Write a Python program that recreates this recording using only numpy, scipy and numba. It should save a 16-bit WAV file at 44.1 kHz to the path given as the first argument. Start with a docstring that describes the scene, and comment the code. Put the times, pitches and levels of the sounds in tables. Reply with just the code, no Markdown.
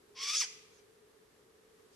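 """Faint hiss and a low, wavering far-off drone sound throughout. Early on, a young owl gives one rasping
screech from a pine branch, with air hissing through the open beak. Its rough voice climbs slowly, breaks
up into a thin squeal as the odd harmonics fade, and drops away. A very short stereo smear widens the
call's high treble, and the woodland echoes briefly. A slight rustle comes at the end."""
import sys
import numpy as np
from scipy import signal
from scipy.fft import rfft, irfft
from scipy.io import wavfile
from scipy.ndimage import uniform_filter1d, map_coordinates
from numba import njit

SR = 44100
rng = np.random.default_rng(int(sys.argv[2]) if len(sys.argv) > 2 else 0)


def wrap_up_sound(samples):
    """Save the sound to the file named by the first command line argument, as 16-bit audio."""
    columns = np.atleast_2d(samples).T
    # keep every value between -1 and 1, then stretch to whole-number steps
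    tamed = np.clip(columns, -1, 1)
    steps = np.round(tamed * 32767).astype(np.int16)
    wavfile.write(sys.argv[1], SR, steps)


N = 85995
TOP_HZ = 12700  # upper band limit

# texture of the voice (time [s], jitter [share of pitch], odd-harmonic gain [dB], air over tone [dB])
VOICE_TEXTURE = [(.17, .04, 18, 3.5), (.22, .06, 3, -3.5), (.355, .052, -1.5, -5), (.368, .025, -14, 0),
                 (.39, .04, -26, -4), (.404, 0.036, -12, -3), (.413, 0.016, -5.5, -3.5),
                 (.432, 0.0246, -10, -9), (.445, 0.0436, -10, -10.5)]


def undb(db):
    """Amplitude ratio of a level in decibels."""
    return 10 ** (np.asarray(db) / 20)


def unit(x):
    """Normalisation to an rms of 1."""
    return x / np.sqrt(np.mean(x ** 2))


def steady(x):
    """Division by the envelope holds the short-term rms near 1."""
    return x / np.sqrt(uniform_filter1d(x ** 2, size=600))


def curve(table, column=1):
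    """Linear interpolation of a time table at every sample."""
    rows = np.array(table)
    return np.interp(np.arange(N) / SR, rows[:, 0], rows[:, column])


def freqs():
    """Frequencies of the Fourier bins, at least 1 Hz."""
    return np.maximum(np.arange(N // 2 + 1) * SR / N, 1)


def across(table):
    """Interpolation of a spectrum table over log frequency at every bin."""
    rows = np.array(table)
    return np.interp(np.log(freqs()), np.log(rows[:, 0]), rows[:, 1])


def shape(x, gain):
    """Zero-phase filtering by a gain for every bin."""
    return irfft(rfft(x) * gain, N)


def highpass(hz, order=4):
    """Magnitude response of a maximally flat high-pass."""
    return 1 / np.sqrt(1 + (hz / freqs()) ** (2 * order))


def hump(hz, octaves):
    """Magnitude response of a bell-shaped band-pass."""
    return np.exp(-(np.log2(freqs() / hz) / octaves) ** 2)


def walk(hz):
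    """Random modulation: low-passed noise of bandwidth hz and rms 1."""
    return unit(shape(rng.standard_normal(N), np.exp(-(freqs() / hz) ** 2 / 2)))


@njit
def moving_highpass(x, hz):
    """State-variable high-pass: two integrators in a loop, retuned every sample."""
    y = np.empty(len(x))
    band_state, low_state, damping = 0., 0., 1.2
    for i in range(len(x)):
        g = np.tan(np.pi * hz[i] / SR)
        band = (band_state + g * (x[i] - low_state)) / (1 + g * (g + damping))
        low = low_state + g * band
        y[i] = x[i] - damping * band - low
        band_state, low_state = 2 * band - band_state, 2 * low - low_state
    return y


def outdoor_noise(gain):
    """Diffuse stereo noise: the longer the wavelength, the more alike the two sides."""
    # likeness of left and right (frequency [Hz], correlation [ratio])
    coherence = [(40, 1), (130, 0.82), (400, 0.65), (800, 0.11), (2000, 0.067), (8000, 0.072)]
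    correlation = across(coherence)
    mid = shape(rng.standard_normal(N), gain * np.sqrt(1 + correlation))
    side = shape(rng.standard_normal(N), gain * np.sqrt(1 - correlation))
    return unit(np.array([mid + side, mid - side]))


def background():
    """Hiss and the rumble under it waver separately by slow amplitude modulation."""
    # background spectrum (frequency [Hz], relative spectral density [dB])
    spectrum = [(15, -59), (25, -25.5), (71, -17), (244, -15), (333, -14.5), (370, -9), (433, -4),
                (481, -11), (676, -22), (1200, -19.5), (1370, -22.5), (1690, -21), (2500, -26.5),
                (3610, -27), (13000, -32)]
    noise = outdoor_noise(undb(across(spectrum))) * undb(-64.5)
    hiss = shape(noise, highpass(hz=116))
    rumble = noise - hiss
    return hiss * undb(0.5 * walk(hz=4.3)) + rumble * undb(1.5 * walk(hz=12))


def drone():
    """Narrow-band noise wavers in pitch and level; a time difference sets it a little to the left."""
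    centre_hz, half_width_hz, drift_share, right_lag_s = 434, 15, .03, .00016
    band = outdoor_noise(1 / (1 + ((freqs() - centre_hz) / half_width_hz) ** 2))
    position = np.cumsum(1 + drift_share * walk(hz=3.01))
    sides = [map_coordinates(side, [position - lag_s * SR], mode="mirror")
             for side, lag_s in zip(band, (0, right_lag_s))]
    return np.array(sides) * undb(-69 + walk(hz=5.3))


def harmonics(pitch, phase):
    """The voice's harmonic series: without its odd members the period halves, a squeal an octave up."""
    # lowest two partials (time [s], gain of the fundamental [dB], gain of the second harmonic [dB])
    low_partials = [(.17, 9, 17), (.23, -1.5, -1), (.355, -2, 2), (.37, -5, -1.5), (.4, -13, -16.5),
                    (.416, 4, 0), (.44, 7, -2.5)]
    rise_db = 1.9  # per harmonic, ahead of the throat's filtering
    odd_gain = undb(curve(VOICE_TEXTURE, column=2))
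    tone = undb(curve(low_partials)) * odd_gain * np.sin(phase)
    tone += undb(curve(low_partials, column=2)) * np.sin(2 * phase)
    for k in range(3, 13):
        gain = undb(rise_db * k) * (odd_gain if k % 2 else 1)
        tone += gain * (k * pitch < TOP_HZ) * np.sin(k * phase)
    return steady(tone)


def beak_air(note, phase):
    """Turbulent air in the open beak: noise above the pitch, modulated into one puff per cycle."""
    puff_depth, edge_hz = 0.62, 2.25 * note
    puffs = rng.standard_normal(N) * (1 + puff_depth * np.cos(phase))
    air = moving_highpass(moving_highpass(puffs, edge_hz), edge_hz)
    return unit(air) * undb(curve(VOICE_TEXTURE, column=3))


def screech():
    """Source and filter: jittering harmonics and air, coloured by the throat and duller when soft."""
    # slow climb, leap and final drop of the pitch (time [s], frequency [Hz])
    contour = [(.15, 1090), (.178, 1025), (.22, 1105), (.31, 1180), (.361, 1320), (.364, 1650),
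               (.382, 1710), (.396, 1660), (.408, 1390), (.415, 1215), (.423, 990), (.44, 780)]
    # effort of the call (time [s], level [dB])
    envelope = [(.149, -68), (.168, -51.5), (.2, -46), (.238, -38.5), (.26, -42), (.284, -38.5),
                (.298, -36), (.32, -39.5), (.348, -34), (.37, -34), (.388, -35), (.414, -32), (.428, -38),
                (.452, -44), (.464, -108)]
    # broad response of throat and beak (frequency [Hz], relative gain [dB])
    vocal_tract = [(300, -76), (520, 5), (760, -7.5), (1080, 2), (1600, -3), (2300, 0.5), (2850, -4.5),
                   (4000, -6.5), (4500, -4.5), (6000, -3.5), (6800, -9), (7300, -14.5), (8500, -16.5),
                   (9200, -24.5), (11300, -28), (13000, -36)]
    full_effort_db, dulling = -27, 0.51  # treble lost per dB below full effort
    note, effort = curve(contour), curve(envelope)
    jitter = walk(hz=904) + .15 * walk(hz=112.3)
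    pitch = note * (1 + curve(VOICE_TEXTURE) * jitter)
    phase = 2 * np.pi * np.cumsum(pitch) / SR
    source = harmonics(pitch, phase) + beak_air(note, phase)
    voice = shape(source, undb(across(vocal_tract)))
    edge_hz = 0.88 * note
    voice = moving_highpass(moving_highpass(voice, edge_hz), edge_hz)
    treble = shape(voice, highpass(hz=6480, order=6))
    treble_gain = undb(dulling * np.minimum(effort - full_effort_db, 0))
    voice -= (1 - treble_gain) * treble
    flutter = undb(walk(hz=277))  # 1 dB rms
    t = np.arange(N) / SR
    sounding = (t > envelope[0][0]) & (t < envelope[-1][0])
    return unit(steady(voice) * flutter) * undb(effort) * sounding


def direct_sound(call):
    """Spectral colouring: narrow peaks and notches mark the call on its direct path."""
    # peaks and notches (frequency [Hz], half width [Hz], gain [dB])
    resonances = [(2160, 210, 1.5), (3467, 100, 4.5), (4260, 110, -4), (4330, 37, 10.5), (5110, 49, 7),
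                  (5590, 70, 7), (5887, 113, -25), (6030, 33, 9.5), (8350, 150, -1)]
    colour_db = sum(db * np.exp(-((freqs() - hz) / width) ** 2) for hz, width, db in resonances)
    return shape(call, undb(colour_db))


def echoes(fade_s):
    """Exponential decay: a dense stereo echo train of energy 1 a side."""
    t = np.arange(N) / SR
    train = rng.standard_normal((2, N)) * np.exp(-t / fade_s) * (1 - np.exp(-10 * t / fade_s))
    return unit(train) / np.sqrt(N)


def forest(call):
    """Convolution widens the call's high treble and adds reflection from trunks and reverberation."""
    # reverberation of the woodland (frequency [Hz], level [dB], time to decay by 60 dB [s])
    reverberation = [(1000, -14, 1), (2040, -7.5, 0.79), (3850, -14.5, 0.88), (6100, -8, 0.49),
                     (10800, -13, 1)]
    # reflections from farther trees (delay [s], level [dB])
    far_trees = [(0.111, -29), (.375, -35.5)]
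    treble_spread = undb(3) * shape(echoes(fade_s=0.003), hump(hz=7440, octaves=0.81))
    trunks = undb(-10.5) * echoes(fade_s=0.019)
    response = treble_spread + trunks
    for hz, db, t60 in reverberation:
        band_share = across([(row[0], float(row[0] == hz)) for row in reverberation])
        response += undb(db) * shape(echoes(fade_s=t60 / np.log(1000)), np.sqrt(band_share))
    for delay_s, db in far_trees:
        response += undb(db) * np.roll(echoes(fade_s=0.0063), int(delay_s * SR), axis=1)
    reflected = signal.fftconvolve(call[None], response[:, :N // 2], axes=1)[:, :N]
    balance = undb([[-0.25], [0.25]])  # slightly louder on the right
    return (direct_sound(call) + reflected) * balance


def rustle():
    """A bell-shaped envelope turns high band noise into a faint, brief rustle."""
    peak_s, half_width_s = 1.945, .03
    swell = np.exp(-((np.arange(N) / SR - peak_s) / half_width_s) ** 2)
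    return outdoor_noise(hump(hz=5000, octaves=0.94)) * swell * undb(-69)


def scene():
    """Superposition of the owl in its wood and the quiet sounds around it."""
    return forest(screech()) + background() + drone() + rustle()


def record(dry):
    """Band limiting: a steep elliptic low-pass removes the highest treble."""
    return signal.sosfilt(signal.ellip(10, .2, 80, TOP_HZ, fs=SR, output="sos"), dry)


dry = scene()
out = record(dry)
wrap_up_sound(out)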